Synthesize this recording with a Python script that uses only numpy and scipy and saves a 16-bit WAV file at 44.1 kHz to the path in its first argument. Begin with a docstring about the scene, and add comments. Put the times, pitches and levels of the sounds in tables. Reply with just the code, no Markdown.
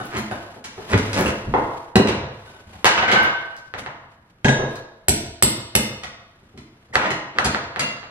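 """A bare, ringing bathroom: tile is pried off the hollow wall beside the tub.
A steel bar grinds and chips through mortar until a tile snaps free. Tossed aside, the tile clatters
on the floor. A hammer knocks the ledge and drives the bar three times; more mortar breaks, then tools
rattle on the tub rim. Contacts are clicks and grit that shake the wall; struck objects ring in
decaying modes. Room air, soft swells of noise and a deep sway of tub and wall lie underneath."""
import sys
import numpy as np
from scipy import signal
from scipy.fft import rfft, irfft
from scipy.io import wavfile
from scipy.ndimage import uniform_filter1d

SR = 44100
rng = np.random.default_rng(int(sys.argv[2]) if len(sys.argv) > 2 else 0)


def to_wav(sig):
    """Store sig (one row per channel, or 1-D mono) as 16-bit WAV at the path in sys.argv[1].

    Samples outside -1..1 are clipped; the rate is SR.
    """
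    pcm = np.clip(np.atleast_2d(sig), -1, 1) * 32767
    pcm = np.round(pcm).astype(np.int16)
    wavfile.write(sys.argv[1], SR, pcm.T)  # frames by channels


N = 357210
SPAN = SR // 4   # samples per contact

# Room air spectrum. Each row: frequency in Hz, relative density in dB.
AIR_SPECTRUM = [(30, -11), (100, 4), (250, -4), (600, -15.5), (1500, -12.5), (4000, -29.5), (9000, -40),
                (12000, -29.5), (15000, -61.5)]
# Soft swells of noise. Each row: midpoint in seconds, length in seconds, level in dB.
SWELLS = [(0.175, 1, -40.5), (1.09, 0.76, -34.5), (1.631, 0.63, -43.5), (2.507, 0.44, -49),
          (2.76, 0.2, -46), (3.265, 1, -52.5), (3.792, 0.032, -33), (4.13, 0.064, -63),
          (4.303, 0.03, -58.5), (4.75, 0.17, -43), (6.68, 0.96, -66), (6.858, 0.026, -71)]
# Spectrum of the swells. Each row: frequency in Hz, relative density in dB.
SWELL_SPECTRUM = [(300, 3), (1000, 3.5), (3000, -1), (7000, -11.5), (12000, -13), (14000, -27),
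                  (15500, -30)]
# Weight shifts. Each row: start in seconds, level in dB.
WEIGHT_SHIFTS = [(.9, -52), (1.18, -31), (1.45, -22), (2.828, -64), (4.45, -52)]
# Hollow stud wall and tub. Each row: frequency in Hz, level in dB, T60 in seconds.
HOLLOW_WALL_MODES = [(72, -11, .09), (88, -3, .08), (106, -1, .065), (135, -1, .09), (172, -3, .04),
                     (219, 3, .075), (252, 1, .06), (315, -1, .035), (400, -1, .04), (480, -3, .025),
                     (700, -7, .015)]
# Grazes on the loosely held bar. Each row: start in seconds, ring in dB, clack in dB.
BAR_TINKS = [(.001, -40, -35), (.313, -38, -32), (2.467, -50, -58), (2.545, -53.5, -53.5)]
# Free bar. Each row: frequency in Hz, level in dB, T60 in seconds.
LOOSE_BAR_MODES = [(1480, -2, .6), (1513, -1, .4), (2912, -9, .35), (3661, -8, .3), (3685, -10, .15),
                   (4710, -20, .35), (7063, -14, .38), (8570, -15, .32), (10700, -9, .18)]
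# Crumbs of glaze and mortar. Each row: start in seconds, level in dB, band centre in Hz.
CRUMB_FALLS = [(.052, -53.5, 11900), (.183, -47, 10500), (1.186, -45, 10500), (1.207, -41, 11000),
               (1.264, -49, 9000), (3.14, -55, 12500), (3.231, -49, 12000), (3.564, -55, 4850),
               (4.756, -50.5, 4840)]
# Bar strokes through mortar. Each row: start and length in seconds, then thump, clack and crack in dB.
GRIND_STROKES = [(0.111, .11, -29.5, -28.5, -50), (0.889, 0.072, -27.5, -32, -41),
                 (0.919, 0.036, -17.5, -22.5, -60), (1.135, 0.11, -22, -23.5, -35.5),
                 (1.225, 0.098, -26, -28, -38), (6.928, 0.041, -49, -34, -44.5),
                 (6.99, 0.11, -35.5, -23.5, -51), (7.344, 0.062, -40.5, -38.5, -71)]
# Mortar chipping off. Each row: start in seconds, then thump, clack and crack in dB.
MORTAR_CHIPS = [(.168, -31, -50, -39), (0.642, -45, -45.5, -40), (0.977, -35, -37, -36.5),
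                (1.131, -39.5, -37.5, -33.5), (2.073, -30, -30, -42), (2.086, -29, -29.5, -40.5),
                (3.795, -41, -47, -47), (6.035, -43.5, -38, -44.5), (6.576, -40.5, -53, -55),
                (7.105, -30, -29, -39.5)]
# Bar wedged behind a tile. Each row: frequency in Hz, level in dB, T60 in seconds.
WEDGED_BAR_MODES = [(1550, -2, .03), (1950, 0, .03), (2500, -1, .025), (2850, 1, .03), (3849, -4, .03),
                    (3960, 0, .02), (4110, 1, .02), (5184, -9, .03), (6406, -15, .04), (8000, -8, .03),
                    (8199, -10, .04), (10940, -16, .04), (12350, -13, .04)]
# Dull knocks on wall and tub. Each row: start in seconds, thump in dB, thump tilt in dB per octave,
# clack in dB, crumble time in seconds.
WALL_KNOCKS = [(.56, -42.5, 4, -52, .01), (0.778, -35, 3, -43, 0.01), (1.472, -25.5, -6, -59, 0.0036),
               (1.539, -44.5, 5, -18.5, 0.0023), (1.572, -30.5, 2, -29, 0.0025),
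               (1.992, -24, 3, -26.5, 0.012), (2.155, -35, -1, -43, .01), (2.215, -34, -7.5, -42.5, .012),
               (2.29, -44.5, -7, -49, .01), (2.667, -46, -9, -64.5, .01), (2.74, -46.5, -6, -51.5, .01),
               (3.12, -24, 4, -39, .01), (4.59, -26, 5, -33.5, 0.014), (4.62, -31, 7.5, -35.5, 0.01),
               (6.419, -51.5, -4, -75, 0.016), (6.539, -44, 0, -77, 0.02), (6.895, -46.5, -0.5, -72, .02)]
# Bar edge on glaze. Each row: start in seconds, length in seconds, band centre in Hz, level in dB.
GLAZE_SQUEAKS = [(1.256, 0.02, 2780, -33.5), (4.754, .022, 4070, -55), (6.03, 0.024, 1960, -42.5),
                 (6.926, 0.03, 1950, -42.5)]
# Freed tile and backing against the wall. Each row: start in seconds, level in dB.
SLAB_KNOCKS = [(1.958, -24), (1.992, -22), (2.052, -30.5), (2.085, -31)]
# Hand-held tile backed with mortar. Each row: frequency in Hz, level in dB, T60 in seconds.
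HELD_SLAB_MODES = [(273, -2.5, .07), (326, -1, .06), (379, 1, .08), (425, 2, 0.056), (484, -2, .05),
                   (558, -3, .04)]
# Tossed tile bouncing. Each row: start in seconds, clack in dB, crack in dB, crumble time in seconds.
TILE_BOUNCES = [(2.8445, -22, -32.5, 0.0054), (2.8559, -17, -22, 0.001), (2.87, -33.5, -33.5, 0.015),
                (2.978, -21, -44, 0.011), (3.022, -25, -51.5, 0.013), (3.079, -20, -44, 0.05),
                (3.116, -22, -29.5, 0.0059), (3.15, -22, -50.5, 0.007), (3.19, -28.5, -60, .008),
                (3.235, -26.5, -51, 0.017)]
# Whole tile, free. Each row: frequency in Hz, level in dB, T60 in seconds.
FREE_TILE_MODES = [(1110, -4, .12), (1254, -8, .15), (1390, -2, .18), (1523, 6, .55), (1537, 1, .35),
                   (1564, 4, .38), (1650, -5, .15), (1841, -10, .15), (1985, -6, .15), (2153, -4, .33),
                   (2191, -7, .5), (2720, -9, .15), (2853, -9, .2), (2923, -8, .35), (2960, -3, .2),
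                   (3040, -7, .15), (3521, -15, .45), (3610, -14, .15), (5410, -25, .3), (7154, -28, .45)]
# Shards and tools on the ledge. Each row: start in seconds, clack in dB.
SHARD_CLACKS = [(3.739, -34.5), (3.8626, -35), (6.9554, -21), (7.386, -22.5), (7.5473, -28), (7.761, -31.5),
                (8.03, -43)]
# Shard damped by mortar. Each row: frequency in Hz, level in dB, T60 in seconds.
DAMPED_SHARD_MODES = [(540, -1.5, 0.017), (1155, 7, 0.0067), (1700, 7.5, 0.007), (2040, 2.5, 0.02),
                      (2600, -7.5, 0.017), (4500, -2.5, 0.0059)]
# Hammer knocking the ledge and dropping back. Each row: start in seconds, then thud, clack and ring
# in dB, ring tilt in dB per octave.
LEDGE_HITS = [(4.4452, -18.5, -25, -21.5, -1), (4.482, -20.5, -29, -21.5, -0.5)]
# Tub ledge. Each row: frequency in Hz, level in dB, T60 in seconds.
TUB_LEDGE_MODES = [(131.2, -2, .2), (169, -3, 0.049), (228.8, -0.5, 0.122), (264, -1, 0.15),
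                   (336, -4.5, 0.064), (402, -5, 0.11), (495, -3, .07), (598, -7.5, 0.032)]
# Hammer against the ledge. Each row: frequency in Hz, level in dB, T60 in seconds.
HAMMER_HEAD_MODES = [(1480, 1, .06), (1615, 5, .2), (1647, 3, .4), (1690, 2, .12), (1745, 0, .1),
                     (1950, 3, .07), (2150, 3, .04), (2450, 3, .04), (2713, -4, .22), (3106, 2, .07),
                     (3365, -2, .08), (3720, -14, .55), (3745, -6, .15), (5222, -19, .3), (6056, -12, .31),
                     (6503, -9, .16), (7020, -18, .15), (7585, -24, .3), (7768, -21, .22), (7876, -19, .25),
                     (8048, -25, .3)]
# Hammer driving the bar. Each row: start in seconds, clack in dB, zing in dB, zing tilt in dB per
# octave, crack in dB, ring in dB, ring tilt in dB per octave.
BAR_BLOWS = [(5.0831, -37, -20.5, 1, -23.5, -40.5, 10), (5.4242, -34, -15, -1, -25, -26.5, 4.5),
             (5.7520, -34.5, -23.5, 19, -22, -24.5, -1)]
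# Bar struck end-on, damped by hand and mortar. Each row: frequency in Hz, level in dB, T60 in seconds.
DRIVEN_BAR_MODES = [(2110, 2, .025), (2200, 0, .02), (2500, 0, .01), (2864, 1, .025), (2990, 3, .02),
                    (3120, 2, .015), (3500, 1, .008), (3908, -2, .02), (4200, 0, .012), (4600, 0, .012),
                    (5200, -2, .01), (5650, -3, .035), (7731, -7, .12), (7870, -6, .05), (8037, -8, .06),
                    (8285, -12, .1), (10430, -8, .03), (11100, -5, .04), (11800, -10, .05)]
# Steel on steel. Each row: frequency in Hz, level in dB, T60 in seconds.
STEEL_ZING_MODES = [(4240, -4.5, 0.003), (5710, -9, 0.0058), (7540, 0, 0.0084), (8020, 3, 0.0062),
                    (10000, -1, 0.0032), (11000, -6.5, 0.0065), (11540, -8, .008)]
# Tools laid on the tub rim and nudged. Each row: start in seconds, then clack, thump and ring in dB.
RIM_CLINKS = [(7.445, -29, -22.5, -31.5), (7.794, -30, -29.5, -34.5)]
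# Steel hammer shaft. Each row: frequency in Hz, level in dB, T60 in seconds.
HAMMER_SHAFT_MODES = [(4285, -8, .3), (4450, -3, .06), (4760, 1, .05), (4850, -1, .08), (6000, -5, .07),
                      (6300, -4, .07), (7058, -9, .25), (7130, -4, .08), (7700, -7, .08), (8113, -10, .16),
                      (8786, -9, .19), (9652, -11, .15), (11100, -9, .08)]
# Steel tool swinging free. Each row: frequency in Hz, level in dB, T60 in seconds.
LOOSE_TOOL_MODES = [(1701, -9, .5), (2756, 8, .6), (2778, -4, .35), (2810, -5, .15), (3391, -7, .3),
                    (4834, -19, .4), (5889, -15, .2), (7095, -22, .4), (8710, -18, .2)]
# Room decay. Each row: frequency in Hz, T60 in seconds.
ROOM_DECAY = [(60, 1), (150, 0.38), (300, 0.55), (600, 0.92), (1500, 0.82), (3000, 0.63), (5000, 0.81),
              (8000, 0.25), (14000, 0.44)]
# Diffuse field width. Each row: frequency in Hz, side minus mid in dB.
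STEREO_WIDTH = [(60, -41.5), (125, -26), (250, -19.5), (500, -11), (1000, -2.5), (2000, 2), (4000, 4.5),
                (12000, 9.5)]


def from_db(db):
    """Decibels to gain."""
    return 10 ** (np.asarray(db) / 20)


def at_hz(points, hz):
    """Table lookup on a log-frequency axis."""
    points_hz, values = np.transpose(points)
    return np.interp(np.log(hz + 1), np.log(points_hz), values)


def unit(x):
    """Scale to the energy of 0.1 s at rms 1."""
    return x * np.sqrt(SR / 10 / (np.sum(x ** 2) + 1e-20))


def cut(x, hz, kind, order=2):
    """Butterworth filter."""
    sos = signal.butter(order, np.clip(hz, 10, .48 * SR), kind, fs=SR, output="sos")
    return signal.sosfilt(sos, x + 1e-18)


def add(track, start_s, x):
    """Mix x into the track."""
    i = max(0, round(start_s * SR))
    track[..., i:i + x.shape[-1]] += x[..., :N - i]


def tilted(modes, db_per_oct):
    """The strike point favours high or low modes."""
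    return [(hz, db + db_per_oct * np.log2(hz / modes[0][0]), t60_s) for hz, db, t60_s in modes]


def detuned(modes, spread):
    """Pitches shift slightly with the contact point."""
    return [(hz * np.exp(spread * rng.standard_normal()), db, t60_s) for hz, db, t60_s in modes]


def ringing(modes, vary_db, size):
    """Decaying sines of alternating sign; their balance varies per touch."""
    t = np.arange(size) / SR
    hz, db, t60_s = np.transpose(modes)[:, :, None]
    gains = from_db(db + vary_db * rng.standard_normal(hz.shape))
    gains[1::2] *= -1
    decay = np.exp(-np.log(1000) * t / t60_s)
    return unit(np.sum(gains * decay * np.sin(2 * np.pi * hz * t), axis=0))


def diffuse(size):
    """Stereo noise from all sides: narrow bass, wide treble."""
    mid, side = rfft(rng.standard_normal((2, size)))
    width = from_db(at_hz(STEREO_WIDTH, np.arange(len(mid)) * SR / size))
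    return irfft(np.array([mid + width * side, mid - width * side]) / np.sqrt(1 + width ** 2), size)


def coloured(spectrum):
    """Shaped diffuse noise, rms 1."""
    hz = np.arange(N // 2 + 1) * SR / N
    noise = irfft(rfft(diffuse(N)) * from_db(at_hz(spectrum, hz)), N)
    return noise / noise.std()


def room_air(level_db=-56):
    """Faint steady noise, mostly low."""
    return from_db(level_db) * coloured(AIR_SPECTRUM)


def noise_swells(rest_db=-64.5, flutter_db=2):
    """Soft swells of noise: room wash, cloth rustle and small scrapes."""
    t = np.arange(N) / SR
    flutter = cut(rng.standard_normal(N), 40, "low")
    swells = sum(from_db(db) * np.cos(np.pi * np.clip((t - middle_s) / length_s, -.5, .5))
                 for middle_s, length_s, db in SWELLS)
    level = (from_db(rest_db) + swells) * from_db(flutter_db * flutter / flutter.std())
    return level * coloured(SWELL_SPECTRUM)


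def swaying(rest_db=-68.5, attack_s=.017, t60_s=.48):
    """Each weight shift sets tub and wall rumbling."""
    level = from_db(rest_db)
    for start_s, db in WEIGHT_SHIFTS:
        age_s = np.maximum(np.arange(N) / SR - start_s, 0)
        level = level + from_db(db - 60 * age_s / t60_s) * (1 - np.exp(-age_s / attack_s))
    rumble = cut(rng.standard_normal(N), [24, 52], "band")
    return level * rumble / rumble.std()


def grit(grains_per_s=2500, spread_db=2):
    """Mortar grains crack at random, a few much harder."""
    sizes = from_db(spread_db * np.minimum(rng.exponential(1, SPAN), 4)) * rng.standard_normal(SPAN)
    return sizes * (rng.random(SPAN) < grains_per_s / SR)


def tiled_wall(push, force, thump_db, clack_db, clack_hz, crack_db, crack_hz, wall_db_per_oct):
    """Push thumps the hollow wall; force clacks the damped tile and cracks its brittle edge."""
    modes = tilted(detuned(HOLLOW_WALL_MODES, spread=.051), wall_db_per_oct)
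    thump = signal.fftconvolve(push, ringing(modes, vary_db=2.96, size=SPAN))[:SPAN]
    thump = cut(thump, 50, "high", order=3)
    clack = cut(force, clack_hz * .33, "high", order=1)
    clack = cut(clack, clack_hz * 1.632, "low", order=3)
    clack = cut(clack, 300, "high")
    crack = cut(force, [crack_hz * .35, crack_hz * 1.52], "band", order=1)
    crack = cut(crack, 11430, "low", order=10)
    clatter = from_db(clack_db) * unit(clack) + from_db(crack_db) * unit(crack)
    return from_db(thump_db) * unit(thump), clatter


def contact(start_s, thump_db, clack_db, crack_db, clack_hz, crack_hz, crumble_s, direct_db,
            thump_direct_db=-10, grains_per_s=2500, wall_db_per_oct=0):
    """A click and a spill of grit; the wall feels mostly the click. Rows: direct, room send."""
    out, t = np.zeros((2, N)), np.arange(SPAN) / SR
    click = unit(signal.unit_impulse(SPAN))
    spill = unit(grit(grains_per_s) * np.exp(-t / crumble_s))
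    push = click + from_db(-12) * spill
    force = click + spill * crumble_s / .0021
    thump, clatter = tiled_wall(push, force, thump_db, clack_db, clack_hz, crack_db, crack_hz,
                                wall_db_per_oct)
    add(out, start_s, np.outer(from_db([direct_db, 0]), clatter))
    add(out, start_s, np.outer(from_db([thump_direct_db, -3]), thump))
    return out


def ring(start_s, modes, db, room_db, db_per_oct=0):
    """A touched object rings on. Rows: direct, room send."""
    out = np.zeros((2, N))
    tone = ringing(tilted(modes, db_per_oct), vary_db=1, size=SR * 3 // 4)
    add(out, start_s, np.outer(from_db([db, db + room_db]), tone))
    return out


def bar_tinks():
    """A light touch rings the free bar."""
    out = np.zeros((2, N))
    for start_s, ring_db, clack_db in BAR_TINKS:
        out += contact(start_s, clack_db - .5, clack_db, clack_db - 24.5,
                       clack_hz=900, crack_hz=5000, crumble_s=.0042, direct_db=-4.5)
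        out += ring(start_s, LOOSE_BAR_MODES, ring_db, room_db=-3.5, db_per_oct=-2)
    return out


def crumbs(skitter_s=.01, half_width=.24):
    """Fragments tick a few times, too light to stir the wall."""
    out, t = np.zeros((2, N)), np.arange(SPAN) / SR
    for start_s, db, hz in CRUMB_FALLS:
        grains = grit(grains_per_s=1200) * np.exp(-t / skitter_s)
        ticks = cut(grains, [hz * (1 - half_width), hz * (1 + half_width)], "band", order=1)
        add(out, start_s, np.outer(from_db([db - 1, db]), unit(ticks)))
    return out


def grinding(slips_per_s=110, jitter=.45):
    """The bar sticks and slips unevenly, crushing grit."""
    out, t = np.zeros((2, N)), np.arange(SPAN) / SR
    for start_s, length_s, thump_db, clack_db, crack_db in GRIND_STROKES:
        wander = np.repeat(rng.standard_normal(SPAN), SR // 100)[:SPAN]   # 10 ms steps
        slip_count = np.cumsum(slips_per_s * np.exp(jitter * wander)) / SR
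        slips = np.diff(np.floor(slip_count), prepend=0)
        pressure = np.sin(np.pi * np.minimum(t / length_s, 1))
        force = pressure * (unit(slips) + unit(grit()))
        thump, clatter = tiled_wall(force, force, thump_db, clack_db, clack_hz=1270,
                                    crack_db=crack_db, crack_hz=5400, wall_db_per_oct=1.8)
        add(out, start_s, np.outer(from_db([-1.2, -1.5]), thump + clatter))
    return out


def chipping():
    """Brittle mortar gives way; the wedged bar hardly rings."""
    out = np.zeros((2, N))
    for start_s, thump_db, clack_db, crack_db in MORTAR_CHIPS:
        out += contact(start_s, thump_db, clack_db, crack_db,
                       clack_hz=1710, crack_hz=4530, crumble_s=.0054, direct_db=-5.5)
        out += ring(start_s, WEDGED_BAR_MODES, clack_db - 32.5, room_db=-5)
    return out


def knocking():
    """Blunt contacts: low, almost no crack."""
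    return sum(contact(start_s, thump_db, clack_db, clack_db - 56, clack_hz=670, crack_hz=4470,
                       crumble_s=crumble_s, direct_db=-6, wall_db_per_oct=db_per_oct)
               for start_s, thump_db, db_per_oct, clack_db, crumble_s in WALL_KNOCKS)


def squeaks(half_width=.064):
    """The bar's edge rubs the glaze: a short, rough whistle."""
    out, t = np.zeros((2, N)), np.arange(SPAN) / SR
    for start_s, length_s, hz, db in GLAZE_SQUEAKS:
        whistle = cut(rng.standard_normal(SPAN), [hz * (1 - half_width), hz * (1 + half_width)], "band")
        pressure = np.sin(np.pi * np.minimum(t / length_s, 1))
        add(out, start_s, from_db(db) * unit(whistle * pressure))
    return out


def snap(start_s=1.956):
    """The tile cracks free; the wall springs back and the bar rings briefly."""
    fracture = contact(start_s, thump_db=-12, clack_db=-22.5, crack_db=-30, clack_hz=705, crack_hz=3300,
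                       crumble_s=.014, direct_db=1.5, thump_direct_db=-3, wall_db_per_oct=1.5)
    return fracture + ring(start_s, WEDGED_BAR_MODES, db=-23, room_db=1, db_per_oct=-3)


def slab():
    """The freed, mortar-backed tile knocks dryly on the wall."""
    return sum(ring(start_s, detuned(HELD_SLAB_MODES, spread=.025), db, room_db=-4)
               for start_s, db in SLAB_KNOCKS)


def tossed_tile(freeing_db_per_s=26, hiding_db_per_s=35):
    """The tile lands flat on grit, then rings more freely; direct sound fades as it skids from view."""
    out = np.zeros((2, N))
    for start_s, clack_db, crack_db, crumble_s in TILE_BOUNCES:
        age_s = start_s - TILE_BOUNCES[0][0]
        out += contact(start_s, clack_db - 13.5, clack_db, crack_db, clack_hz=1400, crack_hz=3170,
                       crumble_s=crumble_s, direct_db=1 - hiding_db_per_s * age_s, grains_per_s=1700)
        ring_db = clack_db - 11.5 + freeing_db_per_s * age_s
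        out += ring(start_s, detuned(FREE_TILE_MODES, spread=.0015), ring_db, room_db=5.5)
    return out


def shards(hard_clack_db=-14, bite_db_per_db=.96):
    """Dry clacks; harder ones carry more crack and ring."""
    out = np.zeros((2, N))
    for start_s, clack_db in SHARD_CLACKS:
        bite_db = clack_db + bite_db_per_db * (clack_db - hard_clack_db)
        out += contact(start_s, clack_db - 9, clack_db, bite_db - 6.5, clack_hz=1140, crack_hz=3020,
                       crumble_s=.00039, direct_db=-4.5, thump_direct_db=-14.5)
        out += ring(start_s, DAMPED_SHARD_MODES, bite_db + 9.5, room_db=-11)
    return out


def hammer_on_ledge(thump_db=-17.5, crack_db=-31.5):
    """The heavy head thuds on the ledge, shakes the wall and rings."""
    out = np.zeros((2, N))
    for start_s, thud_db, clack_db, ring_db, db_per_oct in LEDGE_HITS:
        out += contact(start_s, thump_db, clack_db, crack_db, clack_hz=764, crack_hz=2600,
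                       crumble_s=.0023, direct_db=-15.5, wall_db_per_oct=5)
        out += ring(start_s, TUB_LEDGE_MODES, thud_db, room_db=.5)
        out += ring(start_s, HAMMER_HEAD_MODES, ring_db, room_db=-1, db_per_oct=db_per_oct)
    return out


def hammer_on_bar(thump_db=-20):
    """Blows pass through the bar into the wall; lower modes take over as the bar seats."""
    out = np.zeros((2, N))
    for start_s, clack_db, *_, ring_db, db_per_oct in BAR_BLOWS:
        out += contact(start_s, thump_db, clack_db, clack_db + 1.5, clack_hz=1140, crack_hz=2370,
                       crumble_s=.0015, direct_db=2, thump_direct_db=-11.5)
        out += ring(start_s, DRIVEN_BAR_MODES, ring_db, room_db=0, db_per_oct=db_per_oct)
    return out


def zings(lag_s=.0017, crack_s=.0012, echo_s=.0082, echo_db=-8.5):
    """The hammer face seats on the bar: steel zings, mortar cracks, the near wall echoes both."""
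    out, t = np.zeros((2, N)), np.arange(SPAN) / SR
    for start_s, _, zing_db, db_per_oct, crack_db, *_ in BAR_BLOWS:
        burst = rng.standard_normal(SPAN) * np.exp(-t / crack_s)
        crack = cut(burst, 1700, "high", order=1)
        crack = unit(cut(crack, 7000, "low", order=1))
        zing = ringing(tilted(STEEL_ZING_MODES, db_per_oct), vary_db=2, size=SPAN)
        strike = cut(from_db(zing_db) * zing + from_db(crack_db) * crack, 12700, "low", order=8)
        add(out, start_s + lag_s, np.outer(from_db([.5, -.5]), strike))
        add(out[0], start_s + lag_s + echo_s, from_db(echo_db) * strike)
    return out


def loose_tools(swing_start_s=7.818):
    """Tools rattle on the rim; the last swings free and rings a clear note."""
    out = np.zeros((2, N))
    for start_s, clack_db, thump_db, ring_db in RIM_CLINKS:
        out += contact(start_s, thump_db, clack_db, clack_db + 1, clack_hz=1440, crack_hz=3170,
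                       crumble_s=.01, direct_db=-6, thump_direct_db=-19, wall_db_per_oct=-.5)
        out += ring(start_s, HAMMER_SHAFT_MODES, ring_db, room_db=-1)
    return out + ring(swing_start_s, LOOSE_TOOL_MODES, db=-29.5, room_db=-3.5)


def from_the_right(x, knee_hz=1250, max_lag_rad=1.93):
    """Direct sound reaches the left later; the phase lag levels off in the treble."""
    hz = np.arange(N // 2 + 1) * SR / N
    lag_rad = max_lag_rad * np.tanh(hz / knee_hz)
    left = irfft(rfft(x) * np.exp(-1j * lag_rad), N)
    return np.array([left, x])


def evened(tail, narrow_bins=45, broad_bins=451):
    """Smooth the room response so no narrow band booms; keep the first second."""
    spectrum = rfft(tail)
    power = np.mean(np.abs(spectrum) ** 2, axis=0)
    narrow = np.abs(uniform_filter1d(power, narrow_bins)) + 1e-18
    broad = np.abs(uniform_filter1d(power, broad_bins)) + 1e-18
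    return irfft(spectrum * np.sqrt(broad / narrow), tail.shape[1])[:, :SR]


def bathroom(x, build_s=.0044, early_db=3, early_s=.014):
    """Close, hard walls: dense early echoes, then a tail that dies sooner in the high treble."""
    size = SR * 3 // 2
    t, spectrum = np.arange(size) / SR, rfft(diffuse(size))
    hz = np.arange(spectrum.shape[1]) * SR / size
    centres_hz = np.geomspace(50, 15000, 14)
    tail = 0
    for centre_hz, share in zip(centres_hz, np.eye(len(centres_hz))):
        band = irfft(spectrum * at_hz(np.c_[centres_hz, share], hz), size)
        tail = tail + band * from_db(-60 * t / at_hz(ROOM_DECAY, centre_hz))
    build_up = 1 - np.exp(-(t / build_s) ** 2)
    early_boost = 1 + from_db(early_db) * np.exp(-t / early_s)
    tail = evened(tail * build_up * early_boost)
    tail /= np.sqrt(np.sum(tail ** 2) / 2)
    return signal.fftconvolve(x[None], tail, axes=1)[:, :N]


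def scene():
    """The work, direct and through the room, over air, noise swells and sway."""
    direct, send = (grinding() + chipping() + knocking() + bar_tinks() + snap() + slab() + tossed_tile()
                    + hammer_on_ledge() + hammer_on_bar() + zings() + shards() + loose_tools()
                    + crumbs() + squeaks())
    work = from_the_right(direct) + from_db(-.5) * bathroom(send)
    return work + room_air() + noise_swells() + swaying()


def record(dry, ceiling=.9, cutoff_hz=15800):
    """Soft clip on the hardest peaks, then a steep low-pass."""
    clipped = dry / (1 + (dry / ceiling) ** 6) ** (1 / 6)
    low_pass = signal.ellip(10, .1, 90, cutoff_hz, fs=SR, output="sos")
    return signal.sosfilt(low_pass, .9 * clipped)


dry = scene()
out = record(dry)
to_wav(out)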